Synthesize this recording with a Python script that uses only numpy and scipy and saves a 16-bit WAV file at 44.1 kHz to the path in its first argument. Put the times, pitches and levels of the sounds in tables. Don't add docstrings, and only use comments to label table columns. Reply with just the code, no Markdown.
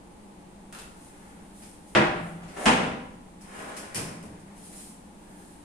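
import sys
import numpy as np
from scipy import signal
from scipy.io import wavfile
from scipy.ndimage import uniform_filter1d, map_coordinates

SR = 44100
rng = np.random.default_rng(int(sys.argv[2]) if len(sys.argv) > 2 else 0)


def wav_record(signal):
    frames = np.transpose(np.atleast_2d(signal))
    bounded = np.clip(frames, -1, 1)
    quanta = np.round(bounded * 32767).astype(np.int16)
    wavfile.write(sys.argv[1], SR, quanta)


N = 248704
TIME = np.arange(N) / SR
FRAME, HOP = 1024, 256
BINS_HZ = np.fft.rfftfreq(FRAME, 1 / SR)
EDGE_HZ = 15600

# frequency in Hz, relative level in dB.
TOWN_COLOUR = [(25, 0.5), (60, -1.5), (115, -14.5), (200, -1), (300, -7.5), (450, -9), (640, -11.5),
               (900, -11.5), (1300, -18.5), (2500, -23.5), (5500, -31), (9500, -25.5), (12000, -40),
               (15000, -50)]
# frequency in Hz, width in Hz, gain of the added band in dB.
ROOM_PEAKS = [(177.3, 11.7, 2.8), (201, 15, 5.1), (296.7, 11, 6.7), (346, 9.5, 3.7), (827, 64, 1.3)]
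# frequency in Hz, time to fall 60 dB in seconds.
KITCHEN_T60 = [(60, 1.32), (170, 0.73), (400, 0.75), (1000, 0.73), (2700, 0.65), (5400, 0.59), (9500, 0.52),
               (15000, 0.5)]
# frequency in Hz, left-right correlation (no unit).
LIKENESS = [(60, 0.91), (190, 0.99), (380, 0.57), (700, 0.3), (1300, -0.24), (2400, 0.1), (5000, -0.036)]

# fastest moment in seconds, level in dB before the room, length in seconds.
SWISHES = [(1.02, -55, 0.12), (1.24, -61.5, 0.34), (1.625, -52.5, 0.21), (1.89, -55, 0.092),
           (2.25, -57.5, 0.24), (2.645, -42.5, 0.13), (3.6, -54, 0.25), (4.57, -57, 0.062),
           (4.645, -50.5, 0.098), (4.775, -43.5, 0.13), (4.85, -53, 0.096), (5.42, -57.5, 0.44)]
# fastest moment in seconds, level in dB before the room, length in seconds.
SHUFFLES = [(1.24, -56.5, 0.5), (2.43, -50, 0.2), (4.72, -53, 0.035), (5.3, -60, .3)]
# fastest moment in seconds, level in dB before the room, length in seconds.
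CREEPS = [(5.32, -62.5, 0.3)]
RUSTLE_DB = -69.5
# frequency in Hz, relative level in dB.
SWISH_COLOUR = [(500, -27), (2000, -10.5), (4000, -8.5), (6500, -5), (9300, 5.5), (12000, -9), (15000, -23)]
# frequency in Hz, relative level in dB.
SQUEAK_COLOUR = [(1300, -33), (1590, -15), (1660, 3), (1740, -12), (2100, -28)]

# start in seconds, level in dB, tilt in dB per octave, chatter decay in seconds.
CLICKS = [(1.622, -52, -0.5, 0.006), (2.48, -46.5, -3, 0.022), (3.41, -54, 3, 0.0075),
          (3.766, -42, 2.5, 0.005), (3.9458, -34, 2, 0.0066), (3.956, -35, 0, 0.0061),
          (4.227, -55, 7, 0.0066), (4.395, -62, 6, 0.0044)]
# start in seconds, level in dB, tilt in dB per octave, chatter decay in seconds.
BUMPS = [(2.176, -41, -2, 0.004), (2.405, -54, -4.5, 0.008), (2.876, -38.5, -7, 0.0044),
         (3.655, -50, -3, 0.0035), (3.975, -36.5, -6, 0.0077), (4.08, -45, -6.5, 0.0086),
         (4.235, -45, -9.5, 0.013)]
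# start in seconds, level in dB, swell in seconds.
BOOMS = [(2.15, -33.5, 0.026), (3.965, -40, .004)]
# frequency in Hz, relative level in dB, time to fall 60 dB in seconds.
CABINET_MODES = [(163.7, .5, 1.26), (172.6, .5, 1.28)]
# frequency in Hz, relative level in dB.
METAL_COLOUR = [(50, -15), (200, -4.5), (800, -16), (2500, -8.5), (3800, -18), (5200, -10), (6500, -15),
                (9500, -8.5), (12000, -23.5), (15000, -36)]

# start in seconds, level in dB before the resonances, tilt in dB per octave, chatter decay in seconds.
TAPS = [(.726, -47, 0, 0.0053), (.749, -49.5, -0.5, 0.0034), (.788, -46.5, 0.5, 0.0043)]
# frequency in Hz, relative level in dB.
TAP_COLOUR = [(50, -14), (200, -3), (550, -2), (1300, -0.5), (2100, -4), (4000, -5.5), (6000, -8),
              (9500, -2.5), (12000, -13.5), (15000, -32)]
# frequency in Hz, width in Hz, gain of the added band in dB.
TAP_PEAKS = [(1400, 180, 1), (2670, 100, 3.5)]
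# start in seconds, level in dB, tilt in dB per octave, chatter decay in seconds.
DOOR_HITS = [(1.9502, -21.5, 3, 0.0027), (1.957, -22, -.5, 0.0023), (1.9655, -25, -3, 0.0023),
             (1.978, -28.5, -2.5, 0.0012), (2.005, -32, -2, 0.002)]
# frequency in Hz, relative level in dB.
DOOR_COLOUR = [(30, -21), (65, -13.5), (100, -11), (170, -2.5), (400, -4), (800, -1.5), (1700, -2.5),
               (2900, -9.5), (4200, -20.5), (6500, -30), (9700, -35), (12000, -62), (15000, -75)]
# frequency in Hz, relative level in dB, time to fall 60 dB in seconds.
DOOR_MODES = [(136, 3, 0.37), (211, -10, 0.68), (286, -2.5, 0.59), (322.5, 1, 0.57), (349, 3.5, 0.65),
              (495, -1, 0.66), (613, 1.5, 0.76), (644, 3.5, 0.34), (777, -2.5, 0.98), (947, -3, 0.43),
              (1001, -5, 0.66), (1380, -6, 0.86), (1695, -5.5, 0.61), (1900, -3, 0.53), (2010, -11, 0.92),
              (2537, -4.5, 0.54)]
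# frequency in Hz, relative level in dB, time to fall 60 dB in seconds.
DOOR_FLEX = [(144.4, 0, 0.21), (203.4, -3.5, 0.3), (480, -10, 0.31), (636, -2, .14)]

# start in seconds, end in seconds, level at top speed in dB before
# the room and resonances, time to top speed in seconds, slowing in dB per second.
RUN_IN = (2.515, 2.655, -35.5, .12, 50)
RUN_OUT = (3.385, 3.96, -42.2, .25, 15)
RUN_LAW = .9
# start in seconds, level in dB before the room, fade in dB per second.
SHIVER = (3.95, -46, 27)
# frequency in Hz, relative level in dB.
ROLLER_COLOUR = [(40, -21), (200, -1.5), (600, -1.5), (1800, -5), (3000, -14), (4500, -21.5), (6500, -20),
                 (9500, -17), (12000, -33), (15000, -49)]
# frequency in Hz, width in Hz, gain of the added band in dB.
RUNNER_PEAKS = [(711.6, 27, 11), (483, 15, -2)]
# start in seconds, level in dB, tilt in dB per octave, chatter decay in seconds.
CATCH = [(2.657, -43, -2, .0003), (2.663, -39, -3.5, .0005)]
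# start in seconds, level in dB, tilt in dB per octave, chatter decay in seconds.
DRAWER_HITS = [(2.6575, -24.5, 5, 0.0033), (2.662, -19.5, .5, 0.0031), (2.677, -23, -1, 0.0043),
               (2.713, -34, -4, 0.002), (2.76, -33.5, -1.5, 0.0034), (2.795, -31.5, -1.5, 0.01),
               (2.84, -36.5, -1.5, 0.006), (2.902, -42.5, -2.5, 0.0046)]
# frequency in Hz, relative level in dB.
DRAWER_COLOUR = [(30, -24), (65, -9.5), (100, -18), (170, 2.5), (400, -1), (800, -2.5), (1700, -3.5),
                 (2900, -6), (4200, -18.5), (6500, -22.5), (9700, -25), (12000, -61), (15000, -76)]
# frequency in Hz, relative level in dB, time to fall 60 dB in seconds.
DRAWER_MODES = [(170, -4.5, 0.77), (226.2, 0, 0.87), (249.6, -5, 1.27), (505, -4, 1.0), (604, -6, 0.82),
                (782, -1, 0.92), (876, 5.5, 0.54), (973, -3.5, 0.95), (1043, 1.5, 0.69), (1386, -3, 0.75),
                (1643, -9, 0.85), (2500, -9, 0.49)]
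# frequency in Hz, relative level in dB, time to fall 60 dB in seconds.
DRAWER_FLEX = [(61.6, -5.5, 0.2), (183, -5, 0.17), (216.4, 2, 0.24)]


def amp(db):
    return 10 ** (np.asarray(db) / 20)


def evened(x):
    return x / np.sqrt(np.mean(x ** 2) + 1e-20)


def read(points, hz):
    f, value = np.transpose(points)
    return np.interp(np.log(hz + 1), np.log(f + 1), value)


def add(mix, s, sound):
    part = mix[:, round(s * SR):][:, :sound.shape[1]]
    part += sound[:, :part.shape[1]]


def wander(size, per_s):
    knots = rng.standard_normal(2048)
    return map_coordinates(knots, [np.arange(size) * per_s / SR], order=3, mode="wrap")


def colour(spectrum, tilt_db=0, trim_db=0, size=4096):
    hz = abs(np.fft.fftfreq(size, 1 / SR))
    octaves = np.log2(np.clip(hz, 170, 9000) / 1000)
    log_gain = np.log(amp(read(spectrum, hz) + tilt_db * octaves + trim_db))
    minimum_phase = np.exp(np.conj(signal.hilbert(log_gain)))
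    response = np.fft.ifft(minimum_phase).real[:size // 2]
    return response / np.linalg.norm(response)


def resonant(x, peaks):
    out = x
    for hz, width_hz, db in peaks:
        b, a = signal.iirpeak(hz, hz / width_hz, fs=SR)
        out = out + amp(db) * signal.lfilter(b, a, x)
    return out


def diffuse(field_db, size):
    t = np.arange(size // HOP + 5)[:, None] * HOP / SR
    a, b, c, d = rng.standard_normal((4, len(t), len(BINS_HZ)))
    likeness = np.clip(read(LIKENESS, BINS_HZ), -1, 1)
    left = a + 1j * b
    right = likeness * left + np.sqrt(1 - likeness ** 2) * (c + 1j * d)
    frames = np.array([left, right]) * amp(field_db(t))
    sound = signal.istft(frames.swapaxes(1, 2), nperseg=FRAME, noverlap=FRAME - HOP)[1]
    return sound[:, :size]


def kitchen(x, direct=0.044, build_s=0.00023, slap=.12, slap_s=.04, count=8):
    t = np.arange(SR) / SR
    response = diffuse(lambda age: -60 * age / read(KITCHEN_T60, BINS_HZ), len(t))
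    response *= 1 - np.exp(-t / build_s)
    response /= np.sqrt(np.sum(response ** 2) / 2)
    response[:, 0] += direct
    for when, left, right in rng.random((count, 3)):
        at = np.round(when * slap_s * SR + 20 * np.array([left, right])).astype(int)
        response[[0, 1], at] += slap * rng.choice([-1, 1])
    return signal.fftconvolve(x[None], response, axes=1)


def blows(rows, spectrum, rattle, direct, chatter_per_s=700, size=4096):
    out, t = np.zeros((2, N)), np.arange(size) / SR
    for s, db, tilt_db, chatter_s in rows:
        chatter = rng.standard_normal(size) * (rng.random(size) < chatter_per_s / SR)
        force = rattle * chatter * np.exp(-t / chatter_s)
        force[0] = 1
        power = uniform_filter1d(abs(np.fft.fft(force)) ** 2, size=11, mode="wrap")
        ripple_db = 10 * np.log10(power + 1e-6)
        struck = signal.fftconvolve(force, colour(spectrum, tilt_db, -ripple_db))
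        sound = kitchen(struck, direct)
        opening_rms = np.sqrt(np.mean(sound[:, :SR // 20] ** 2))
        add(out, s, amp(db) * sound / opening_rms)
    return out


def ring(s, modes, db, swell_s, waver_hz=1.7, waver_per_s=30):
    out, t = np.zeros((2, N)), np.arange(SR * 3 // 2) / SR
    for hz, mode_db, t60 in modes:
        apart = np.arccos(np.clip(read(LIKENESS, hz), -1, 1)) * rng.choice([-1, 1])
        turns = np.cumsum(hz + waver_hz * wander(len(t), waver_per_s)) / SR
        phase = 2 * np.pi * turns + apart * np.array([[-.5], [.5]])
        decay = amp(mode_db - 60 * t / t60)
        swell = 1 - np.exp(-t / swell_s)
        add(out, s, amp(db) * decay * swell * np.sin(phase))
    return out


def rub(gain, spectrum, grains_per_s, smooth, uneven_db=2, snags_per_s=90):
    grains = rng.standard_normal(N) * (rng.random(N) < grains_per_s / SR)
    hiss = smooth * rng.standard_normal(N)
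    force = (evened(grains) + hiss) / np.hypot(1, smooth)
    force *= evened(amp(uneven_db * wander(N, snags_per_s)))
    dry_rub = signal.oaconvolve(force * gain, colour(spectrum))[:N]
    return kitchen(dry_rub)[:, :N]


def strokes(rows, skirt=1.3):
    return sum(amp(db) * np.exp(-abs(2 * (TIME - s) / length_s) ** skirt) for s, db, length_s in rows)


def rolling(start_s, end_s, db, pickup_s, slowing_db_per_s):
    age = TIME - start_s
    speed = np.sin(np.pi / 2 * np.clip(age / pickup_s, 0, 1))
    easing = amp(db - slowing_db_per_s * np.maximum(age - pickup_s, 0))
    return speed ** RUN_LAW * easing * (TIME < end_s)


def dying(s, db, fade_db_per_s):
    return amp(db - fade_db_per_s * np.maximum(TIME - s, 0)) * (TIME >= s)


def town(db=-48.5):
    wash = diffuse(lambda t: read(TOWN_COLOUR, BINS_HZ), N)
    return amp(db) * evened(resonant(wash, ROOM_PEAKS))


def small_movements():
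    swish_gain = np.hypot(strokes(SWISHES, skirt=1.3), amp(RUSTLE_DB))
    swishes = rub(swish_gain, SWISH_COLOUR, grains_per_s=2500, smooth=1.0)
    feet = rub(strokes(SHUFFLES, skirt=0.96), ROLLER_COLOUR, grains_per_s=370, smooth=0.53)
    squeak = rub(strokes(CREEPS, skirt=2.0), SQUEAK_COLOUR, grains_per_s=270, smooth=.5)
    return swishes + feet + squeak


def cabinets():
    clicks = blows(CLICKS, METAL_COLOUR, rattle=0.57, direct=0.063)
    bumps = blows(BUMPS, DOOR_COLOUR, rattle=0.47, direct=0.12)
    booms = sum(ring(s, CABINET_MODES, db, swell_s, waver_hz=1.2) for s, db, swell_s in BOOMS)
    return clicks + bumps + booms


def door():
    taps = resonant(blows(TAPS, TAP_COLOUR, rattle=0.78, direct=0.27), TAP_PEAKS)
    bang = blows(DOOR_HITS, DOOR_COLOUR, rattle=0.52, direct=0.21)
    thud = ring(1.959, DOOR_FLEX, db=-25.0, swell_s=0.0028)
    panel = ring(1.955, DOOR_MODES, db=-25, swell_s=0.0022)
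    return taps + bang + thud + panel


def drawer():
    inward = resonant(rub(rolling(*RUN_IN), ROLLER_COLOUR, grains_per_s=500, smooth=0.36), RUNNER_PEAKS)
    outward_gain = rolling(*RUN_OUT) + dying(*SHIVER)
    outward = rub(outward_gain, ROLLER_COLOUR, grains_per_s=260, smooth=0.33)
    snap = blows(CATCH, METAL_COLOUR, rattle=.4, direct=0.78)
    slam = blows(DRAWER_HITS, DRAWER_COLOUR, rattle=0.68, direct=0.22)
    thud = ring(2.667, DRAWER_FLEX, db=-20.5, swell_s=0.0043)
    panel = ring(2.663, DRAWER_MODES, db=-25.5, swell_s=0.0026)
    return inward + outward + snap + slam + thud + panel


def scene():
    mix = town() + small_movements() + cabinets() + door() + drawer()
    return mix * amp([[.25], [-.25]])


def record(dry):
    lowpass = signal.firwin(511, EDGE_HZ, window=("kaiser", 9), fs=SR)
    return signal.oaconvolve(dry, lowpass[None], "same")


dry = scene()
out = record(dry)
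wav_record(out)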